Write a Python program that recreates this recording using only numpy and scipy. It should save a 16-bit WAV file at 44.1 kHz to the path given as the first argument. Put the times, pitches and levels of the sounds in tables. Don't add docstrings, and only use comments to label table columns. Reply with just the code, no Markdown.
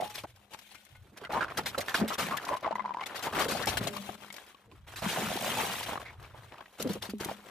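import sys
import numpy as np
from scipy import signal
from scipy.fft import rfft, irfft, next_fast_len
from scipy.io import wavfile
from scipy.ndimage import uniform_filter1d

SR = 44100
rng = np.random.default_rng(int(sys.argv[2]) if len(sys.argv) > 2 else 0)


def digitize_waveform(pressure):
    field = np.atleast_2d(pressure).T
    bounded = np.clip(field, -1, 1)
    quanta = np.round(bounded * 32767).astype(np.int16)
    wavfile.write(sys.argv[1], SR, quanta)


def level_to_linear(level):
    exponent = np.asarray(level, float) / 20
    return 10 ** exponent


N = 330750


def evened(x):
    return x / np.sqrt(np.mean(x ** 2) + 1e-20)


def read(points, hz):
    f, value = np.transpose(points)
    return np.interp(np.log(hz + 1), np.log(f + 1), value)


def curves(rows):
    s, *columns = np.transpose(rows)
    return [np.interp(np.arange(N) / SR, s, c) for c in columns]


def add(mix, s, sound):
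    part = mix[max(round(s * SR), 0):][:len(sound)]
    part += sound[:len(part)]


def decay(t, t60):
    return level_to_linear(-60 * t / t60)


def onset(t, rise_s):
    return 1 - np.exp(-t / rise_s)


def sine(hz, t):
    return np.sin(2 * np.pi * hz * t)


def colour(x, gain):
    size = next_fast_len(len(x))
    return irfft(rfft(x, size) * gain(np.fft.rfftfreq(size, 1 / SR)), size)[:len(x)]


def ring(x, hz, width):
    r = np.exp(-np.pi * width / SR)
    return signal.lfilter([1 - r], [1, -2 * r * np.cos(2 * np.pi * hz / SR), r * r], x)


def clicks(per_s, spread_db):
    chance = rng.random(N)
    size = np.minimum(rng.exponential(1, N), 4)
    return level_to_linear(spread_db * size) * (chance < per_s / SR) * rng.choice([-1., 1.], N)


def clumps(per_s, spread_db, fade_s, rest):
    fade = np.exp(-1 / (fade_s * SR))
    bursts = signal.lfilter([1], [1, -fade], abs(clicks(per_s, spread_db)))
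    return evened(rest + evened(bursts))


def patchy(x, depth_db):
    z = signal.stft(x, nperseg=384)[2]
    field = uniform_filter1d(rng.standard_normal(z.shape), size=2, axis=0)
    field = uniform_filter1d(field, size=3, axis=1)
    return evened(signal.istft(z * level_to_linear(depth_db * evened(field)), nperseg=384)[1][:N])


def swells(rows, rise_s, sag_db):
    out = np.zeros(N)
    for s, db, length in rows:
        u = np.arange(0, 2 * abs(length), 1 / SR)
        stop = min(abs(length) / 2, 0.12)
        ending = np.maximum(u - length + stop, 0) / stop
        add(out, s, level_to_linear(db - sag_db * u / length) * np.exp(-ending ** 2) * onset(u, rise_s))
    return out


# t/s, grinding level/dB, splinters above that/dB
LOAD = [(0, -40, -7), (.2, -62, 4), (.48, -69, -9), (.63, -64.5, 5.5), (.93, -67.5, -1.5), (1.2, -67, -7),
        (1.9, -40, -11), (2.8, -52.5, -28), (3.1, -42.5, -15.5), (3.9, -51.5, 0.5), (4.18, -50.5, -3.5),
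        (4.85, -69, -8), (5.1, -35, -5.5), (5.78, -43.5, 3), (6.07, -50, -15), (6.72, -60.5, -5),
        (7.15, -64, -1), (7.5, -47, -10)]
# start t/s, grinding level/dB, length/s, splinters above that/dB
COLLAPSES = [(0, -43, 0.017, 10), (0.504, -54, 0.11, -2.5), (1.157, -49.5, 0.18, -15.5),
             (1.297, -32, 0.12, -20.5), (1.406, -40, 0.14, -36), (1.55, -33, 0.081, -14),
             (1.627, -43, 0.054, -14), (1.942, -34, 0.18, -22.5), (2.095, -32, 0.063, -12),
             (2.175, -32.5, 0.17, -8.5), (2.389, -39, 0.17, -14), (2.617, -37, 0.13, -38),
             (3.125, -40.5, 0.27, -13.5), (3.203, -39.5, 0.068, -1.5), (3.323, -29, 0.15, -12.5),
             (3.497, -33.5, 0.15, -12), (3.68, -34.5, 0.21, -10.5), (4.099, -50, 0.038, -8),
             (4.54, -66, 0.17, -43.5), (4.865, -51.5, 0.19, -6), (5.017, -33, 0.058, -9),
             (5.445, -35, 0.35, -5.5), (5.858, -40, 0.19, -10), (6.217, -54, 0.2, -14),
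             (6.513, -46, 0.14, -38), (6.779, -46.5, 0.22, -3.5), (7.012, -38.5, 0.061, -21),
             (7.194, -42, 0.17, -6.5)]
GIVE_S, GIVE_SAG_DB = 0.0085, 2


def pressure():
    level_db, brittle_db = curves(LOAD)
    grinds = [(s, db, length) for s, db, length, up_db in COLLAPSES]
    splinters = [(s, db + up_db, length) for s, db, length, up_db in COLLAPSES]
    grind = np.hypot(level_to_linear(level_db), swells(grinds, GIVE_S, GIVE_SAG_DB))
    brittle = np.hypot(level_to_linear(level_db + brittle_db), swells(splinters, GIVE_S, GIVE_SAG_DB))
    return grind, brittle


# start t/s, level/dB, length/s
SQUASH = [
    (5.03, 0, .85),
]


def eggs_underfoot():
    return swells(SQUASH, GIVE_S, 0)


# f/Hz, density/dB
AIR = [(18, -35), (30, 11), (90, 1), (13900, -52), (15800, -50)]


def outdoor_air():
    return level_to_linear(-71.5) * evened(colour(rng.standard_normal(N), lambda hz: level_to_linear(read(AIR, hz))))


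# start t/s, level/dB, length/s
RUMBLE = [(0, -49, 0.43), (.9, -43.5, 0.2), (1.25, -46, 0.66), (3.3, -40.5, 0.44), (3.68, -33.5, 0.19),
          (4.65, -44.5, 0.39), (4.95, -42, 1.59), (6.79, -43, 0.34)]


def ground_rumble():
    rumble = evened(ring(ring(rng.standard_normal(N), 119.0, 34), 62, 72))
    return (level_to_linear(-104) + swells(RUMBLE, 0.013, -1.5)) * level_to_linear(-11.0) * rumble


RING_HZ = 204.2
# start t/s, level/dB, length/s
TYRE = [(0, -50, 0.1), (1.55, -48.5, 0.23), (1.98, -37, 0.096), (2.2, -44, 0.15), (2.7, -51, 0.24),
        (3.32, -47, 0.7), (3.8, -49.5, 0.39), (4.05, -61, 0.29), (5.02, -39, 0.071), (5.17, -39.5, 0.21),
        (5.4, -46.5, 0.35), (6.82, -37.5, 0.16), (7.13, -52.5, 0.28)]
# start t/s, level/dB, length/s
OVERTONES = [(3.3, -57, 0.27), (3.79, -49.5, 0.2), (4.09, -56, 0.086)]


def air_ring():
    shake = rng.standard_normal((2, N))
    free = evened(ring(shake[0], RING_HZ, 4.5))
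    rough = evened(ring(ring(shake[1], 235, 80), 194, 81))
    damped = np.clip((20 * np.log10(pressure()[0]) + 54) / 14, .15, .9)
    hum = (1 - damped) * free + damped * rough
    upper = sum(evened(ring(shake[0], k * RING_HZ, 7.0)) for k in (2, 2.92))
    return (level_to_linear(-74.5) + swells(TYRE, 0.013, 1)) * hum + swells(OVERTONES, 0.013, 3.7) * upper


# t/s, peak level/dB, f/Hz
THUMPS = [(1.577, -36.5, 452), (2.016, -22.5, 199), (2.037, -25, 221), (2.236, -39, 214), (3.805, -39, 204),
          (3.812, -30.5, 114), (3.852, -39, 131), (5.063, -30, 172), (6.854, -26, 253), (6.901, -30, 172.5),
          (7.09, -35.5, 191), (7.136, -27.5, 212.3)]


def thumps():
    out, t = np.zeros(N), np.arange(9000) / SR
    for s, db, hz in THUMPS:
        thud = decay(t, 0.13) * sine(hz, t + 0.002 * onset(t, 0.0018))
        upper_body = 0.26 * decay(t, 0.12) * sine(1.91 * hz, t)
        thud = (thud + upper_body) * onset(t, 0.00088)
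        add(out, s, level_to_linear(db + 0.5) * (thud + 0.45 * decay(t, 0.081) * sine(RING_HZ, t)))
    return out


# t/s, peak level/dB, f/Hz
TICKS = [(0.181, -18.5, 3330), (0.546, -27, 860), (.709, -39, 4350), (0.754, -27.5, 2400),
         (.867, -37, 2130), (1.25, -18, 2060), (4.237, -35, 1510), (4.245, -36, 1400), (4.303, -21, 2210),
         (4.385, -28, 1700), (4.546, -32.5, 1110), (4.715, -32.5, 1040), (6.062, -31, 2070),
         (6.24, -31.5, 1110), (6.34, -39, 874), (6.522, -29.5, 2720), (6.582, -28.5, 1200),
         (6.608, -27.5, 1120), (6.658, -29, 1900), (7.383, -50, 1000)]


def debris():
    out, t = np.zeros(N), np.arange(1500) / SR
    for s, db, hz in TICKS:
        hit = rng.standard_normal(len(t)) * decay(t, 0.03) + 6.0 * (t == 0)
        sound = evened(ring(hit, hz, 63)) + 0.73 * evened(ring(hit, 2850, 1040)) + 0.095 * evened(hit)
        add(out, s, level_to_linear(db - 12.0) * sound / abs(sound).max())
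    return out


# t/s, peak level/dB, f/Hz
CHIPS = [(0.547, -28.5, 890), (1.884, -17, 1830), (3.87, -22.5, 714), (4.236, -33, 1950),
         (4.246, -33.5, 875), (4.383, -29, 1600), (5.893, -21.5, 940), (5.923, -24, 840), (5.933, -22, 890),
         (5.957, -20, 982), (6.523, -34, 765), (6.609, -34, 756), (6.661, -37, 1860), (7.095, -32.5, 1620)]


def chips():
    out, t = np.zeros(N), np.arange(400) / SR
    for s, db, hz in CHIPS:
        u = t * hz / 0.25
        add(out, s, level_to_linear(db - 2.5) * u * np.exp(1 - u) * sine(hz, t))
    return out


# t/s, peak level/dB
SPARKS = [(.851, -50), (3.658, -31), (4.326, -38), (5.255, -44), (5.409, -33), (5.446, -38), (5.66, -46),
          (6.825, -28.5), (6.934, -35), (7.183, -49), (7.247, -29)]


def sparks():
    out, t = np.zeros(N), np.arange(500) / SR
    for s, db in SPARKS:
        add(out, s, level_to_linear(db - 1.5) * rng.standard_normal(len(t)) * decay(t, 0.028))
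    small = signal.oaconvolve(abs(clicks(150, 5.2)), decay(t, 0.0035))[:N] * rng.standard_normal(N)
    crackle = level_to_linear(-14.0) * pressure()[1] * eggs_underfoot() * evened(small)
    return colour(out + crackle, lambda hz: np.clip(hz / 3000, 0, 1))


# t/s, peak level/dB, f/Hz
POPS = [(5.019, -33, 690), (5.173, -20.5, 685), (5.185, -29, 937), (5.192, -30, 1020), (5.206, -34, 710),
        (5.22, -24, 355), (5.229, -29, 805), (5.269, -31, 1360), (5.303, -28, 705), (5.315, -24.5, 565),
        (5.327, -23.5, 730), (5.357, -24, 345), (5.372, -25, 810), (5.397, -32, 610), (5.412, -28, 820),
        (5.425, -24, 640), (5.436, -29, 604), (5.445, -25, 760), (5.461, -25, 570), (5.478, -23, 650),
        (5.491, -27, 840), (5.559, -38, 1120), (5.572, -21, 810), (5.591, -32, 865), (5.634, -26.5, 420),
        (5.649, -34.5, 890), (5.696, -30, 867), (5.707, -34, 726), (5.718, -36, 1310), (5.74, -35, 1100),
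        (5.763, -32, 870), (5.809, -30, 935), (6.008, -36, 985)]


def eggs():
    out, t = np.zeros(N), np.arange(900) / SR
    u = t / 0.0029
    swell = u * np.exp(1 - u - (u / 1.73) ** 2)
    for s, db, hz in POPS:
        add(out, s, level_to_linear(db - 2.5) * swell * sine(hz, t))
    return out


# t/s, peak level/dB
FRACTURES = [(0.009, -35), (0.154, -24), (0.235, -37), (0.36, -45), (0.589, -33), (1.3377, -33),
             (1.4235, -42), (1.439, -34), (1.6337, -39), (1.6636, -24), (1.861, -34), (1.8815, -30),
             (1.8933, -23), (2, -26), (2.1313, -25), (2.426, -42), (2.4503, -27), (2.6075, -39),
             (2.627, -40), (3.1923, -27), (3.362, -29), (3.4441, -22), (3.484, -36), (3.837, -26),
             (3.8705, -29), (3.951, -33), (3.9668, -24.5), (4.119, -38), (4.1945, -49), (4.226, -46),
             (4.341, -31), (4.364, -30.5), (4.4368, -50), (4.4637, -44), (5.06, -34), (5.0838, -38),
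             (5.2018, -29), (5.3385, -28), (5.3647, -24), (5.3883, -32), (5.4948, -36), (5.6977, -38),
             (5.888, -36), (5.9229, -45), (5.931, -31), (6.226, -41), (6.3765, -47), (6.8164, -29),
             (6.8736, -31), (7.0239, -24.5), (7.052, -30), (7.209, -31), (7.29, -35)]


def fractures():
    out, t = np.zeros(N), np.arange(1500) / SR
    for s, db in FRACTURES:
        spray = rng.standard_normal(len(t)) * decay(t, 0.038) * onset(t, 0.00048)
        click = np.diff(spray, prepend=0)
        add(out, s, level_to_linear(db - 9.5) * (click * 0.42 + 1.78 * ring(spray, 4500, 3900)))
    return out


# t/s, peak level/dB
CLINKS = [(0.755, -45), (0.868, -55), (0.952, -45)]
# f/Hz, level/dB, t60/s
CLINK_MODES = [(870, -24, 0.11), (1480, -14.5, 0.2), (2130, -9, 0.11), (2400, -17, 0.071)]


def clinks():
    out, t = np.zeros(N), np.arange(6000) / SR
    for s, db in CLINKS:
        for hz, up_db, t60 in CLINK_MODES:
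            add(out, s, level_to_linear(db + up_db) * decay(t, t60) * sine(hz, t))
    return out


# t/s, peak level/dB, f/Hz
SLIPS = [(.001, -22, 676), (.011, -29, 706), (.022, -21.5, 710), (.03, -21.5, 706), (.059, -31, 834),
         (2.468, -27, 1020), (2.49, -21, 1020), (2.517, -32, 654), (2.523, -26, 990), (2.533, -21.5, 995),
         (2.539, -22, 1003), (2.55, -24, 1030), (2.569, -27, 1050), (2.66, -19, 1047), (2.666, -19.5, 655),
         (2.677, -19, 824), (2.709, -20.5, 640), (2.717, -26, 920), (2.726, -19.5, 915), (2.783, -27, 990),
         (2.843, -29.5, 870), (2.85, -25, 1010), (2.857, -21, 977), (2.879, -29, 1000), (2.893, -25.5, 960),
         (2.907, -23, 990), (2.918, -30, 950), (2.946, -23, 930), (2.97, -22.5, 977), (2.986, -29, 1000)]
# t/s, peak level/dB, f/Hz
JERKS = [(2.645, -23.5, 1130), (2.65, -24, 1040), (2.755, -19, 986), (2.795, -20.5, 1015),
         (2.803, -24, 1060), (2.995, -29, 1030), (3.012, -24.5, 1054), (3.023, -29.5, 797)]
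# start t/s (earlier times play from 0), peak level/dB,
# f/Hz, t60/s
PING = (-3.7, -37, 842, 0.48)


def creak():
    out, t = np.zeros(N), np.arange(2200) / SR
    for s, db, hz, up_db in [(*row, -18) for row in SLIPS] + [(*row, 11.5) for row in JERKS]:
        noise = rng.standard_normal(len(t))
        tone = sine(hz, t) + level_to_linear(up_db - 20.5) * sine(2080 * (1 + 0.029 * noise[0]), t)
        tone += .5 * decay(t, 0.019) * sine(0.9 * hz, t)
        tone += 0.056 * decay(t, 0.034) * sine(3.1 * hz, t)
        tone *= 1 + 0.83 * uniform_filter1d(noise, size=40)
        tone += 0.12 * ring(ring(noise, 1300, 2600), 3300, 1600) * decay(t, 0.041)
        add(out, s, level_to_linear(db - 3.0) * decay(t, 0.035) * onset(t, 0.00056) * tone)
    s, db, hz, t60 = PING
    t = np.arange(12000) / SR
    add(out, s, level_to_linear(db) * decay(t, t60) * onset(t, 0.0061) * sine(hz, t))
    return colour(out, lambda hz: 1 / np.sqrt(1 + (hz / 7500) ** 6))


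# t/s, peak level/dB, f/Hz, length of the run of jolts/s
BLOWS = [(1.344, -17, 980, 0.048), (1.408, -15.5, 1476, 0.041), (2.309, -19, 1140, 0.049),
         (2.499, -24.5, 1010, 0.049), (3.326, -27, 1150, 0.078), (1.294, -27.5, 620, 0.019),
         (0.238, -25.5, 700, 0.016), (0.955, -43, 2100, 0.0046), (1.237, -31, 1480, 0.03),
          (1.482, -29, 1410, 0.011), (1.578, -20, 1330, 0.022), (1.66, -24, 2120, 0.013),
          (1.746, -22, 1390, 0.013), (1.778, -19, 584, 0.021), (1.884, -20.5, 1730, 0.038),
          (1.944, -10, 1650, 0.017), (2.014, -23, 556, 0.045), (2.106, -23, 1250, 0.028),
          (2.183, -18.5, 1200, 0.03), (2.378, -21.5, 1740, 0.021), (3.268, -17.5, 905, 0.023),
          (3.394, -21.5, 730, 0.029), (3.453, -22, 570, 0.018), (3.629, -21.5, 1760, 0.034),
          (3.669, -17, 755, 0.02), (3.866, -24.5, 675, 0.017), (3.963, -26.5, 1110, 0.019),
          (5.022, -24.5, 705, 0.0073), (5.178, -22.5, 704, 0.04), (5.569, -20.5, 864, 0.047),
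          (6.797, -23, 470, 0.033), (6.847, -20, 497, 0.05), (6.896, -22, 444, 0.017),
          (7.204, -22, 402, 0.015), (7.286, -22.5, 910, 0.012),
         (1.03, -51.5, 350, 0.074), (1.12, -45, 300, 0.029), (1.213, -35.5, 450, 0.022),
         (1.216, -45, 1480, 0.007), (1.27, -34, 1480, 0.0082), (1.362, -25, 910, 0.025),
         (2.506, -21.5, 610, 0.051), (2.686, -26.5, 1050, 0.014), (2.822, -36, 1000, 0.0049),
         (2.858, -33, 2120, 0.0083), (2.885, -43, 2330, .012), (2.938, -32.5, 2190, 0.01),
         (3.008, -29.5, 2900, .012), (3.032, -24.5, 2350, 0.0084), (3.185, -27.5, 1150, 0.032),
         (3.35, -29, 1000, 0.018), (3.375, -29, 800, 0.0081), (3.484, -21.5, 530, 0.031),
         (3.55, -21, 696, 0.018), (3.933, -32, 1100, 0.011), (4.062, -38, 1650, 0.0084),
         (4.34, -41, 650, 0.01), (4.66, -50, 448, 0.081), (4.71, -45, 337, 0.042),
         (5.85, -28, 2400, 0.0047), (6.0, -39, 1070, 0.034), (6.055, -30.5, 2140, 0.063),
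         (6.245, -38, 2400, 0.0077), (6.345, -37.5, 840, 0.012), (6.58, -44, 935, 0.019),
         (6.953, -26, 523, 0.021), (7.258, -25.5, 331, 0.0073)]
# t/s, peak level/dB, f/Hz
TAPS = [(4.091, -23, 690), (5.891, -26, 915), (5.922, -30, 840), (5.933, -30, 890), (5.956, -26, 1060),
        (5.975, -22, 1120), (7.314, -21.5, 660)]


def knocks():
    out, t = np.zeros(N), np.arange(4400) / SR
    for s, db, hz, length in BLOWS + [(*row, 0.0068) for row in TAPS]:
        chance, size = rng.random((2, len(t)))
        run_s = np.clip(length, .002, .07)
        jolts = (chance < .05) * (size - .5) * np.exp(-(t / run_s) ** 4) + 0.28 * (t == 0)
        body = ring(jolts, hz, 40 + 0.098 * hz + .5 / run_s)
        tick = ring(jolts, 1.58 * hz, 950)
        tick_share = 0.21 + 0.00042 / length
        add(out, s, level_to_linear(db - 6.0) * (body / abs(body).max() + tick_share * tick / abs(tick).max()))
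    return out


# t/s, peak level/dB, length of the shower of splinters/s
CRACKS = [(2.181, -27, 0.096), (3.4815, -29, 0.14), (4.719, -59, 0.032), (4.9582, -36, 0.27),
          (5.081, -31, 0.083), (0.14, -37, 0.085), (1.571, -22, 0.027), (1.657, -27, 0.055),
          (1.88, -38, 0.065), (1.941, -26, 0.075), (2.077, -27, 0.038), (2.369, -23, 0.012),
          (3.154, -33, 0.045), (3.391, -25.5, 0.057), (3.67, -22.5, 0.055), (5.431, -31.5, 0.039),
          (6.7964, -30.5, 0.035), (6.89, -35, 0.066), (7.0212, -34, 0.065), (7.2, -30.5, 0.023),
          (7.24, -37, 0.021)]
# t/s, peak level/dB
SNAPS = [(0.096, -37.5), (0.181, -36), (0.533, -36), (0.744, -45), (1.171, -38.5), (1.32, -36),
         (1.779, -25.5), (1.804, -27), (2.137, -28.5), (2.481, -32), (2.564, -38.5), (2.75, -42),
         (3.058, -27.5), (3.2245, -28), (3.509, -28.5), (3.622, -31.5), (3.7699, -19.5), (3.8703, -24),
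         (4.0144, -40.5), (5.828, -27.5), (7.095, -33)]
# f/Hz, density/dB
SNAP = [(200, -4.5), (700, -1), (1800, 2.5), (4000, 0.5), (8000, -8), (15000, -9.5), (17000, -43)]


def cracks():
    shower, t = np.zeros(N), np.arange(12000) / SR
    for s, db, length in CRACKS + [(*row, 0.022) for row in SNAPS]:
        torn = t / np.clip(length, .004, .2)
        add(shower, s, level_to_linear(db - 10.2 * torn) * np.exp(-torn ** 4) * onset(t, 0.0018))
    grit = evened(clicks(7000, 0.24)) + 0.98 * rng.standard_normal(N)
    return level_to_linear(-7.0) * shower * patchy(colour(grit, lambda hz: level_to_linear(read(SNAP, hz))), 3.95)


# f/Hz, density/dB
GRIND = [(120, -31), (200, -19), (339, -2.5), (700, -0.5), (1370, -3), (1530, -1.5), (6000, -22.5),
         (7800, -50)]
# f/Hz, density/dB
BRITTLE = [(880, -20), (1500, 16.5), (2320, 9.5), (3300, 0), (4530, -13), (13800, -16.5), (15200, 7),
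           (15800, -52)]
# t/s, centre f/Hz
HOLLOW = [(0, 710), (1.4, 900), (3.2, 1150), (3.6, 574), (5.0, 1330), (5.4, 945), (7.5, 740)]


def crush():
    grind, brittle = pressure()
    hollow_hz = curves(HOLLOW)[0]
    burst = clumps(110, 0.93, 0.025, 0.23)
    flurry = clumps(150, 2.6, 0.013, 0.56)
    light = np.clip(-(20 * np.log10(grind) + 48) / 10, 0, 1)
    burst = burst * (1 - light + light * clumps(50, 1.4, 0.042, 1.0))
    burst = burst ** (1 - 0.66 * eggs_underfoot())
    breaks, part, body = clicks(2800, 3.2), rng.integers(0, 22, N), np.zeros(N)
    for k, hz in enumerate(np.geomspace(230, 5200, 22)):
        near = 1 + np.exp(-(np.log(hz / hollow_hz) / 0.61) ** 2)
        mode = evened(ring(breaks * (part == k), hz, 60 + 0.14 * hz))
        body += level_to_linear(read(GRIND, hz)) * np.sqrt(hz) * near * mode
    body /= np.sqrt(uniform_filter1d(body ** 2, 6000))
    fizz = evened(clicks(9000, 3.7)) + 0.45 * rng.standard_normal(N)
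    fizz = colour(fizz, lambda hz: level_to_linear(read(BRITTLE, hz)) * np.clip(hz / 4000, 0, 1) ** 3)
    splinters = burst ** 1.02 * flurry ** 0.16 * brittle * level_to_linear(3.0) * patchy(fizz, 2.9)
    return burst * grind * level_to_linear(-3.5) * body + splinters


# t/s, level/dB
LULLS = [(.09, -5), (.135, -4.5), (.27, -4), (1.562, -14), (1.768, -5.5), (1.85, -3), (2.171, -4),
         (2.692, -23), (2.743, -10), (3.216, -3.5), (3.29, -5), (4.168, -11.5), (3.857, 0.5), (3.053, -6.5),
         (5.01, -5.5)]


def lulls():
    t = np.arange(N) / SR
    return level_to_linear(sum(db * np.exp(-((t - s) / 0.01) ** 4) for s, db in LULLS))


# f/Hz, side minus mid level/dB
SPREAD = [(60, -16), (180, -12.5), (550, -7), (1650, -6), (4970, -1), (15000, 2)]
# f/Hz, share of mid that leans left
LEAN = [(100, 0), (500, 0.13), (1500, 0.69), (4000, 0.73), (9000, 0.39), (15000, 0.0)]
# t/s, left minus right level in the middle band/dB
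SIDEWAYS = [(0, 1), (.9, 3.5), (1.05, 0), (4.3, 3), (4.7, 0.65), (7.5, 1.8)]


def microphones(x):
    t, side = np.arange(700) / SR, np.zeros(N)
    place = rng.integers(0, 8, N // 800 + 1).repeat(800)[:N]
    for k in range(8):
        scatter = rng.standard_normal(len(t)) * decay(t, 0.026)
        share = np.sqrt(abs(uniform_filter1d(1. * (place == k), 300)))
        side += signal.oaconvolve(x * share, scatter / np.linalg.norm(scatter))[:N]
    side = colour(side, lambda hz: level_to_linear(read(SPREAD, hz) - 1.5))
    side += np.clip(curves(SIDEWAYS)[0] / 3, -1, 3) * colour(x, lambda hz: read(LEAN, hz))
    return np.array([x + side, x - side])


def scene():
    wheel = ground_rumble() + air_ring() + thumps()
    pieces = debris() + chips() + sparks() + eggs() + fractures() + clinks()
    hollow_parts = creak() + knocks()
    breaking = lulls() * (crush() + cracks())
    return microphones(outdoor_air() + wheel + pieces + hollow_parts + breaking)


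def band_limit(x):
    return signal.sosfilt(signal.butter(12, 15400, fs=SR, output="sos"), x)


def record(dry):
    def band(hz):
        return 1 / np.sqrt((1 + (74.5 / (hz + 1)) ** 4) * (1 + (hz / 13880) ** 70))
    ports = np.array([colour(port, band) for port in dry])
    return band_limit(0.27 * np.tanh(ports / 0.25))


dry = scene()
out = record(dry)
digitize_waveform(out)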